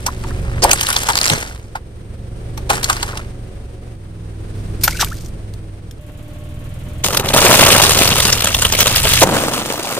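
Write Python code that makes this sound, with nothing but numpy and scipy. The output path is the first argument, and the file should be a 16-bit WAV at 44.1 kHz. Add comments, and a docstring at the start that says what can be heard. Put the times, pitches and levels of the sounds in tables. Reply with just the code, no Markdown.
"""Three moments beside an idling car outdoors, over exhaust overtones and pulsing clatter.
First a tyre bursts water balloons and crushes a foam plate: cracks, a stick-slip judder and low whumps.
Then scissors snip a balloon that splashes on concrete: noise bursts, spray and gliding bubble tones.
Last a thin whine sounds and a tyre crunches a bag of crisps, in snaps over chance grains, until it pops.
A phone lies close to the ground and overloads on the loudest crunches: the peaks clip."""
import sys
import numpy as np
from scipy import signal
from scipy.fft import rfft, irfft, next_fast_len
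from scipy.io import wavfile
from scipy.ndimage import uniform_filter1d, map_coordinates

SR = 44100
rng = np.random.default_rng(int(sys.argv[2]) if len(sys.argv) > 2 else 0)


def master_out(mix):
    """Clip the mix to full scale and print it as 16-bit PCM to the path in sys.argv[1]."""
    frames = np.transpose(np.atleast_2d(mix))
    ceiling = np.clip(frames, -1, 1)
    pcm = np.round(ceiling * 32767).astype(np.int16)
    wavfile.write(sys.argv[1], SR, pcm)


N = 440559
T = np.arange(N) / SR
SPLIT_HZ, TOP_HZ = 1525, 15650  # crackle lies above the split, thump below; the top is cut
# no colour: f/Hz, level/dB
FLAT = [(1, 0)]


def undb(db):
    """Decibels to an amplitude factor."""
    return 10 ** (np.asarray(db) / 20)


def unit(x):
    """Scale to rms 1."""
    return x / np.sqrt(np.mean(x ** 2))


def colour(x, points, low_hz=0, high_hz=SR):
    """Shape the spectrum of x by (Hz, dB) points between two soft edges; rms 1."""
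    size = next_fast_len(x.shape[-1])
    f = np.arange(1, size // 2 + 2) * SR / size
    hz, db = np.transpose(points)
    gain = undb(np.interp(np.log(f), np.log(hz), db))
    gain = gain / np.sqrt((1 + (low_hz / f) ** 6) * (1 + (f / high_hz) ** 6))
    return unit(irfft(rfft(x, size) * gain, size)[..., :x.shape[-1]])


def walk(rate, n):
    """Random levels joined smoothly, rate a second; spread near 1."""
    steps = int(n * rate / SR) + 2
    fine = uniform_filter1d(np.repeat(rng.standard_normal(steps), 8), 8)
    return 1.2 * np.interp(np.arange(n) * 8 * rate / SR, np.arange(len(fine)), fine)


def curve(table, col, t):
    """Straight lines through one column of a table that starts with times."""
    rows = np.array(table)
    return np.interp(t, rows[:, 0], rows[:, col])


def span(t0, t1):
    """Samples, times and a gate with 8 ms fades, none at the start or end of the scene."""
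    part = slice(int(t0 * SR), min(int(t1 * SR), N))
    t = T[part]
    since_start, until_end = t - t0 + (t0 == 0), t1 - t + (t1 > 9.9)
    return part, t, np.clip(np.minimum(since_start, until_end) / .008, 0, 1)


def pair(n, alike, lag):
    """Noise at two ports: a shared part, lag whole samples late on the right, and a part of each port's own."""
    lag = int(lag)
    shared, left, right = rng.standard_normal((3, n))
    alike = np.clip(alike, 0, 1)
    common = np.array([shared, np.roll(shared, lag)])
    return np.sqrt(alike) * common + np.sqrt(1 - alike) * np.array([left, right])


def grains(n, rate, spread_db, grain_s):
    """Envelope of chance hits, rate a second, of very unequal size that swell and die around grain_s."""
    when, size = rng.random((2, n))
    hits = (when < rate / SR) * undb(-spread_db * np.log(1 - size).clip(-4))
    fading = signal.lfilter([1], [1, -np.exp(-1 / (grain_s * SR))], hits)
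    return unit(uniform_filter1d(fading, int(grain_s * SR)) + 1e-9)


def bed(tables, points, lag, rate, spread_db, grain_s, smooth, own):
    """Countless small breaks over a smooth share; each pitch band partly breaks at its own moments."""
    out = np.zeros((2, N))
    edges_hz = np.r_[0, SPLIT_HZ * 1.4 ** np.arange(-3, 7), SR]
    for table in tables:
        part, t, gate = span(table[0][0], table[-1][0])
        every = smooth + grains(len(t), rate, spread_db, grain_s)
        layers = []
        for low, high in zip(edges_hz, edges_hz[1:]):
            breaks = every + own * grains(len(t), rate / 4, spread_db, 2 * grain_s)
            noise = pair(len(t), .9 if high <= SPLIT_HZ else .6, lag)
            bandwidth_hz = min(high, TOP_HZ) - low
            layers.append(colour(breaks * noise, FLAT, low, high) * np.sqrt(bandwidth_hz))
        thump = colour(sum(layers[:4]), points)  # the four bands below the split
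        crackle = colour(sum(layers[4:]), points)
        out[:, part] += gate * (undb(curve(table, 1, t)) * crackle + undb(curve(table, 2, t)) * thump)
    return out


def cracks(table, points, rings_hz, lag, rise_s, t60, width, body_slow, tint=(2500, 5.5, 7)):
    """Breaks swell fast and die: a bright tinted noise burst and a duller one round the thing's pitches.

    tint: (lowest Hz, range as a ratio, depth dB); the body dies body_slow times slower."""
    out = np.zeros((2, N))
    t = np.arange(-400, 3600) / SR
    chances = rng.random((len(table), 3 + len(rings_hz)))
    for (s, db, body_db, *gush), chance in zip(table, chances):
        i = int(s * SR) - 300
        # a gush holds the level before it dies
        after = (t - sum(gush)).clip(0) / (t60 * (0.72 + 1.13 * chance[1]))
        rise = np.exp(t.clip(None, 0) / rise_s)
        tint_hz = tint[0] * tint[1] ** chance[2]
        tint_points = [(tint_hz / 1.18, -tint[2]), (tint_hz, 0), (tint_hz * 1.7, -tint[2])]
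        tinted = colour(pair(len(t), 0.6, lag), tint_points)
        # every piece breaks with its own peaks and hollows, up to 13.5 dB apart
        lumps = list(zip(np.geomspace(1200, 14000, 22), 13.5 * rng.random(22)))
        bright = colour(colour(tinted, lumps), points, low_hz=SPLIT_HZ) * undb(-60 * after)
        push = pair(len(t), 0.83, lag)
        body = 0
        # pitches shift a little for each piece and are stirred unequally, up to 10.5 dB apart
        for hz, stir in zip(np.array(rings_hz) * 1.14 ** (chance[0] - .5), chance[3:]):
            edges = [hz / (1 + width), hz * (1 + width)]
            sos = signal.butter(1, edges, "band", fs=SR, output="sos")
            body = body + undb(10.5 * stir) * unit(signal.sosfilt(sos, push))
        body = unit(body) * undb(body_db - 60 * after / body_slow)
        out[:, i:i + len(t)] += undb(db - 7.5) * rise * (bright + body)  # every table level is trimmed
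    return out


def ring_bubbles(rows, t60=0.033):
    """Trapped air rings briefly as a rough sine whose pitch glides."""
    out = np.zeros(N)
    t = np.arange(int(.06 * SR)) / SR
    for s, db, hz, glide in rows:
        turn = 2 * np.pi * hz * (t + glide * t * t / 2) + 1.8 * walk(301, len(t))
        swell = (1 - np.exp(-t / 0.0047)) * undb(3.75 * walk(85, len(t)) - 60 * (t / t60) ** 2)
        out[int(s * SR):][:len(t)] += undb(db + 8.5) * swell * np.sin(turn)  # table levels are lifted
    return out


def place(x, wet_db, t60, pan_db):
    """Ground and bodywork scatter the sound into a short tail; positive pan leans left."""
    t = np.arange(int(.1 * SR)) / SR
    tails = signal.lfilter([1, -.85], [1], rng.standard_normal((2, len(t)))) * undb(-60 * t / t60)
    tails = tails / np.sqrt(np.sum(tails ** 2, axis=1, keepdims=True))
    wet = signal.oaconvolve(x, tails, axes=1)[:, :N]
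    return (x + undb(wet_db) * wet) * undb([[pan_db / 2], [-pan_db / 2]])


# stretches of engine sound, the last from just after the bag bursts: from t/s, to t/s
ENGINE_SPANS = [(0, 3.964), (3.956, 5.994), (5.986, 9.25), (9.242, 10)]
# engine in each stretch: t/s, firing rate f/Hz, exhaust level/dB
ENGINE_LEVEL = [
    [(0.0, 23.14, -28), (0.58, 22.84, -20), (0.82, 22.89, -28), (1.9, 21.31, -35), (2.68, 23.68, -26),
     (3.05, 23.42, -27), (3.95, 22.52, -32)],
    [(3.97, 20.28, -32), (4.82, 20.19, -23.5), (5.97, 20.14, -32)],
    [(5.99, 18.1, -33), (7.4, 22.4, -24.5), (7.64, 23, -20.5), (8.49, 18.8, -26), (9.22, 21.3, -21)],
    [(9.25, 23.7, -24), (9.99, 23.3, -44.5)],
]
# exhaust overtones, the last set also for the last stretch: multiple of firing rate, relative level/dB
OVERTONES = [
    [(1, -1), (2, -1.5), (3, -1.5), (4, -5), (5, 0), (8, -17.5), (10, -16.5), (16, -15), (20, -25),
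     (24, -17), (32, -24.5)],
    [(1, -1.5), (2, -2), (3, -4), (4, -10), (5, 3), (6, -12), (8, -8.5), (10, -13.5), (16, -14)],
    [(1, 1), (3, -6), (4, 2), (5, -0.5), (6, 3.5), (7, -8.5), (8, -7.5), (9, -8.5)],
]
# colour of engine clatter and street, from behind the wheel and from ahead of it:
# f/Hz, relative level/dB per Hz
CLATTER_COLOUR = [
    [(76, -34), (130, -3), (228, -6.5), (284, -7.5), (383, -6), (887, -22.5), (2060, -26.5), (6180, -36),
     (7800, -38), (8200, -30), (15500, -52)],
    [(76, -46), (130, -14.5), (307, -10), (391, -19), (595, -16.5), (942, -21.5), (3190, -23.5),
     (5160, -35.5), (12900, -38.5), (15500, -54)],
]
# valve gear ticks once a firing, heard from ahead of the wheel:
# low f/Hz, high f/Hz, level/dB re clatter, lateness in shares of a turn
VALVE_TICKS = [(8300, 10000, -5, .42)]
TICK_FADE = 0.45  # turns


def engine():
    """Exhaust overtones that waver, and clatter that pulses per firing and swells along with the exhaust level."""
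    out = np.zeros((2, N))
    for k, clatter_db in enumerate([-40.5, -42.5, -42.5, -27.5]):
        part, t, gate = span(*ENGINE_SPANS[k])
        n, level_db = len(t), curve(ENGINE_LEVEL[k], 2, t)
        ahead = k // 2  # 0 behind the wheel, 1 ahead of it
        firing_hz = curve(ENGINE_LEVEL[k], 1, t) * (1 + 0.00505 * walk(4, n))
        turn = 2 * np.pi * np.cumsum(firing_hz) / SR
        exhaust = 0
        # each overtone lags a little more and wavers on its own
        for m, db in OVERTONES[min(k, 2)]:
            phase = m * turn - 0.1218 * m * m + 0.71 * walk(5.21, n)
            exhaust = exhaust + undb(db + 1.54 * walk(5.49, n)) * np.cos(phase)
        rumble = colour(pair(n, 0.97, 0), [(15, -21), (40, 1.0), (130, -4.5)], high_hz=137)
        rumble = rumble * undb(-6 + 2.0 * walk(5.46, n))
        low = colour(pair(n, 0.81, 0), CLATTER_COLOUR[ahead], high_hz=580)
        high = colour(pair(n, 0.025, 0), CLATTER_COLOUR[ahead], low_hz=546)
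        beat_db = 1.3 * np.cos(turn) + 1.1 * walk(32, n)
        ticks = 0
        for low_hz, high_hz, db, late in VALVE_TICKS:
            fade = np.exp(-((turn / (2 * np.pi) - late) % 1) / TICK_FADE)
            ticks = ticks + undb(db) * fade * colour(pair(n, 0.23, 0), FLAT, low_hz, high_hz)
        along_db = np.minimum(level_db, -25) + 31.0
        clatter = (low + undb(-5.0) * high + ticks * ahead) * undb(clatter_db + beat_db + along_db)
        sides_db = np.array([[-.7], [.7]])  # the exhaust leans right
        out[:, part] += gate * ((unit(exhaust) + rumble) * undb(level_db + sides_db) + clatter)
    return out


# foam crackle: t/s, crackle level/dB, thump level/dB
FOAM_BED = [
    [(0.0, -42, -45), (0.615, -45.5, -34)],
    [(0.62, -31, -17), (0.83, -23, -28), (1.22, -26.5, -25.5), (1.35, -24.5, -21.5), (1.548, -43.5, -41),
     (1.75, -62, -64)],
    [(2.69, -16, -18.5), (2.82, -35.5, -29), (2.9, -29.5, -31), (3.18, -39.5, -34), (3.3, -59, -55)],
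]
# colour of the foam: f/Hz, relative level/dB per Hz
FOAM_COLOUR = [(88, -28), (150, -6.5), (1240, -2), (1450, 1.5), (2140, 6), (8170, 4), (11400, 0),
               (13500, -5.5), (15500, -16)]


def foam_crackle():
    """Foam gives way in countless small breaks."""
    return bed(FOAM_BED, FOAM_COLOUR, lag=10, rate=300.0, spread_db=3.5, grain_s=0.001, smooth=0.6, own=1.1)


# single cracks of the plate: t/s, level/dB before the trim in cracks(), body level/dB re crack
FOAM_CRACKS = [(0.0638, -1, -7.5), (0.638, 4, -10), (0.692, -11, 6.5), (0.7122, 10.5, -31),
               (0.7309, 9.5, -11), (0.8094, 0, -13), (0.83, -3, -8), (0.8665, -4, -16), (0.887, -4, -3),
               (0.9018, -1.5, -4), (0.927, -4, -28), (0.9632, 4.5, -8.5), (1.032, -7.5, -10),
               (1.069, -6, -7), (1.0865, -1, -0.5), (1.0994, -4.5, 0), (1.2977, 3.5, -11.5),
               (1.7534, -28.5, 19.5), (2.5752, -16.5, -3), (2.7001, -2, 2.5), (2.7309, -11.5, 5),
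               (2.83, -6, -30), (2.8418, 0.5, -34), (2.8975, 0.5, -1.5), (2.928, -6.5, -8),
               (2.9652, -13, -2), (3.028, 0, -6), (3.0879, -26, 8), (3.1723, -11.5, -6)]
# pitches at which the pieces of plate ring: f/Hz
FOAM_HZ = [900, 1150, 1460]


def foam_cracks():
    """The plate snaps, and its pieces ring at their own pitches."""
    return cracks(FOAM_CRACKS, FOAM_COLOUR, FOAM_HZ, lag=10, rise_s=0.002, t60=0.015,
                  width=0.062, body_slow=3.1)


# bubbles in the spilt water: t/s, level/dB before the lift in ring_bubbles(), f/Hz,
# upward glide as share of pitch [1/s]
WATER_BUBBLES = [(0.08, -23, 1090, -1), (0.241, -27, 903, 10), (0.304, -33, 1360, 4),
                 (0.645, -9.5, 890, -0.5), (3.13, -35, 950, -7), (3.152, -32, 916, -4),
                 (3.19, -36, 1470, -8), (4.922, -38, 2200, 1), (4.948, -36, 1500, 0), (4.957, -37, 2110, 9),
                 (4.968, -32, 2420, 8), (4.991, -29, 1510, -2), (5.024, -16.5, 1040, 5),
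                 (5.113, -29, 1140, 26)]


def bubbles():
    """Air trapped in the spilt water rings."""
    return ring_bubbles(WATER_BUBBLES)


# splats of water: t/s, level/dB before the trim in cracks(), body level/dB re crack
WATER_SPLATS = [(0.237, -22, 5), (0.276, -26, -13), (4.8765, -1.5, 1.5), (5.009, 0, -19),
                (5.0444, -6.5, -29), (5.258, -25, -21), (5.536, -24, -27), (5.9091, -25, -26)]
# pitches of the puddle: f/Hz
PUDDLE_PITCHES = [880, 1500]
# colour of the water: f/Hz, relative level/dB per Hz
WATER_COLOUR = [(290, -53), (500, 1), (1330, -7), (1990, -5), (5200, -0.5), (13400, -4), (15500, -24)]


def splats():
    """Water slaps down as short noise bursts over the pitches of the puddle."""
    return cracks(WATER_SPLATS, WATER_COLOUR, PUDDLE_PITCHES, lag=0, rise_s=0.00066, t60=0.016,
                  width=0.11, body_slow=1.7, tint=(2600, 2.4, 9))


# the skin tears: t/s, level/dB before the trim in cracks(), body level/dB re crack, gush [s]
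BALLOON_TEAR = [(.628, -4.5, -2.5, 0.0098)]
# pitch of the rush of air or water out of a torn skin: f/Hz
RUSH_HZ = [483]


def balloon_burst():
    """The skin tears open and gushes briefly at full level before it dies."""
    return cracks(BALLOON_TEAR, FOAM_COLOUR, RUSH_HZ, lag=11.0, rise_s=0.013, t60=0.035,
                  width=0.25, body_slow=7.7)


# a quick uneven run of cracks: t/s, level/dB before the trim in cracks()
STICK_SLIPS = [(1.131, -8), (1.153, 8), (1.1687, 4), (1.1724, 2), (1.1752, 6), (1.1862, 2), (1.2007, -8),
               (1.212, 8.5), (1.23, 0), (1.24, 2), (1.244, 2), (1.2545, 6), (1.2617, 7), (1.2734, 0),
               (1.279, 4), (1.2897, 2)]


def judder():
    """The foam sticks and slips under the tread, each slip a very short crack with some body."""
    rows = [(s, db, -13.5) for s, db in STICK_SLIPS]
    return cracks(rows, FOAM_COLOUR, FOAM_HZ, lag=11, rise_s=0.0004, t60=0.0043,
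                  width=0.51, body_slow=4.6, tint=(4200, 1.15, 9))


# whumps: t/s, hiss level/dB before the trim in cracks(), body level/dB re hiss, push [s]
TYRE_WHUMPS = [(1.315, -12, 3.8, 0.02), (2.73, -26, 6.5, 0.033)]
# pitch of the whump: f/Hz
TYRE_HZ = [146]


def whumps():
    """The tyre settles with a low whump as the foam gives way."""
    return cracks(TYRE_WHUMPS, FOAM_COLOUR, TYRE_HZ, lag=21, rise_s=0.0046, t60=0.022,
                  width=0.54, body_slow=2.8)


# spray: t/s, crackle level/dB, thump level/dB
WATER_BED = [
    [(4.55, -52, -67), (4.8, -61, -56)],
    [(4.805, -32, -45), (4.977, -30, -51), (5.3, -48, -72)],
]


def spray():
    """Flying water patters as countless small hits."""
    return bed(WATER_BED, WATER_COLOUR, lag=0, rate=290.0, spread_db=3.0, grain_s=0.0012,
               smooth=0.43, own=0.65)


# the cut skin tears: t/s, level/dB before the trim in cracks(), body level/dB re crack, gush [s]
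SNIP_TEAR = [(4.834, 0, -26, 0.0061)]


def snip_burst():
    """The snipped skin opens with a bright burst over a faint body that dies slowly."""
    return cracks(SNIP_TEAR, WATER_COLOUR, PUDDLE_PITCHES, lag=0, rise_s=0.00091, t60=0.047,
                  width=0.15, body_slow=7.0, tint=(11000, 1.2, 6))


def droplets(t0, t1, db, count):
    """Small chance bubbles between two times, gliding up as they ring."""
    when, size, pitch, glide = rng.random((count, 4)).T
    rows = zip(t0 + (t1 - t0) * when, db - 12 * size, 1000 * 2.6 ** pitch, 14 * glide)
    return ring_bubbles(rows, t60=.013)


# the water lands: t/s, level/dB before the trim in cracks(), body level/dB re crack, gush [s]
WATER_LANDING = [(5, -10, -2.5, 0.022)]
# pitch of the gush: f/Hz
LANDING_HZ = [1710]


def gush():
    """The water of the cut balloon lands as a broad rush of noise."""
    return cracks(WATER_LANDING, WATER_COLOUR, LANDING_HZ, lag=0, rise_s=0.0052, t60=0.034,
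                  width=0.56, body_slow=3.7, tint=(3000, 1.8, 8))


# when the whine sounds: from t/s, to t/s
WHINE_SPAN = (5.99, 7.1)
# thin tones under the bonnet: f/Hz, level/dB
WHINE_TONES = [(301.5, -48), (597.5, -45), (1098, -58.5)]


def whine():
    """Thin tones of steady pitch under the bonnet, each wavering in level."""
    out = np.zeros((2, N))
    part, t, gate = span(*WHINE_SPAN)
    for hz, db in WHINE_TONES:
        out[:, part] += gate * undb(db + 2 * walk(8.5, len(t))) * np.sin(2 * np.pi * hz * t)
    return out


# crackle of the bag: t/s, crackle level/dB, thump level/dB
BAG_BED = [
    [(7.035, -12.5, -22.5), (7.231, -32.5, -23), (7.33, -20.5, -22)],
    [(7.335, -14, -11.5), (7.387, -9, -10.5), (7.653, -6, -9), (8.409, -18.5, -29.5), (8.68, -23, -33.5),
     (8.87, -16, -25), (9.245, -11, -30)],
    [(9.25, -28, -17.5), (9.362, -20.5, -15), (9.618, -25, -26), (9.99, -24, -24)],
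]
# colour of the crisps: f/Hz, relative level/dB per Hz
CRISP_COLOUR = [(59, -56), (100, -11), (306, -11), (576, -7.5), (800, -11), (1200, -12), (2000, -16),
                (2750, -12.5), (7250, -17), (8950, -18), (15500, -22)]


def crisp_crackle():
    """Crisps crumble in countless small breaks, then crumbs slide out of the torn bag."""
    crumble = bed(BAG_BED[:2], CRISP_COLOUR, lag=4.72, rate=250., spread_db=3.95, grain_s=0.0013,
                  smooth=0.44, own=0.86)
    crumbs = bed(BAG_BED[2:], CRISP_COLOUR, lag=5.1, rate=300., spread_db=4.8, grain_s=0.0012,
                 smooth=0.73, own=0.91)
    return crumble + crumbs


# the loudest snaps in the bag: t/s, level/dB before the trim in cracks()
CRISP_SNAPS = [(7.041, -10), (7.1308, -7), (7.1461, -2), (7.171, 6), (7.196, -2), (7.2575, -8.5),
               (7.2865, -1.5), (7.3355, 0), (8.0315, -4), (8.052, -7), (8.0754, 3), (8.117, -8),
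               (8.1822, -4), (8.2008, 4), (8.2513, 1.5), (8.281, -7), (8.3002, -0.5), (8.326, 7.5),
               (8.363, -14), (8.4047, -4), (8.4433, 3.5), (8.4714, 0.5), (8.5035, -15), (8.5457, 5),
               (8.594, -6), (8.6204, 3), (8.6494, 5), (8.723, 2.5), (8.735, -3), (8.75, 1), (8.7882, 0),
               (8.804, 11.5), (8.827, 1), (8.858, -0.5), (8.876, 0), (8.959, 4), (8.989, -6), (9.038, -11),
               (9.051, -1), (9.071, 0), (9.134, 6), (9.5347, -7.5)]
# pitches at which the bag rings: f/Hz
BAG_PITCHES = [200, 467, 580, 950, 1200, 2900]


def snaps():
    """Crisps snap, and the bag thuds about as loudly at most snaps, big or small."""
    when, db = np.transpose(CRISP_SNAPS)
    thud_db = np.minimum(-9 - db, 0) + 4 * rng.standard_normal(len(db))  # re snap, with scatter
    return cracks(list(zip(when, db, thud_db)), CRISP_COLOUR, BAG_PITCHES, lag=3.7, rise_s=0.0024,
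                  t60=0.017, width=0.09, body_slow=2.5, tint=(2100, 3.5, 8))


def small_snaps(count):
    """Chance snaps that follow the crackle of the bag, each with a weaker thud."""
    when, size, body = rng.random((count, 3)).T
    rows = sum(BAG_BED, [])
    when = rows[0][0] + (rows[-1][0] - .1 - rows[0][0]) * when
    db = curve(rows, 1, when) + 10 - 9 * size  # before the trim in cracks()
    return cracks(list(zip(when, db, -4.0 - 16 * body)), CRISP_COLOUR, BAG_PITCHES, lag=3.2,
                  rise_s=0.00064, t60=0.015, width=0.067, body_slow=0.75, tint=(1800, 5., 14))


# the bag pops: t/s, level/dB before the trim in cracks(), body level/dB re crack, gush [s]
BAG_TEAR = [(9.218, -1.2, 6, 0.017)]


def bag_burst():
    """The bag tears open and its air rushes out."""
    return cracks(BAG_TEAR, CRISP_COLOUR, RUSH_HZ, lag=3.4, rise_s=0.0043, t60=0.02,
                  width=0.56, body_slow=1.9)


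def scene():
    """Foam, water and crisps, each with its short tail, beside the engine and its whine."""
    plate = foam_crackle() + foam_cracks() + balloon_burst() + judder() + whumps()
    water = bubbles() + splats() + spray() + snip_burst() + droplets(4.89, 5.09, -31, count=26) + gush()
    crisps = crisp_crackle() + snaps() + small_snaps(count=85) + bag_burst()
    near = place(plate, wet_db=-9, t60=.09, pan_db=0)
    near += place(water, wet_db=-7, t60=.09, pan_db=.8)
    near += place(crisps, wet_db=-8, t60=.05, pan_db=.7)
    return engine() + whine() + near


PORT_HZ, PORT_LAG = 8600, 9.7  # where the top treble starts; how late it is on the left, in samples


def record(dry):
    """The top treble enters mostly as one wave that reaches the left port later; peaks clip; the top is cut."""
    treble = signal.sosfiltfilt(signal.butter(6, PORT_HZ, "high", fs=SR, output="sos"), dry)
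    late = map_coordinates(treble[1], [np.arange(N) - PORT_LAG], order=5)
    left = late + 0.24 * treble[0]
    ports = dry - treble + np.array([left, treble[1]])
    top_cut = signal.ellip(8, .1, 60, TOP_HZ, fs=SR, output="sos")
    return signal.sosfilt(top_cut, np.clip(ports, -1, 1))


dry = scene()
out = record(dry)
master_out(out)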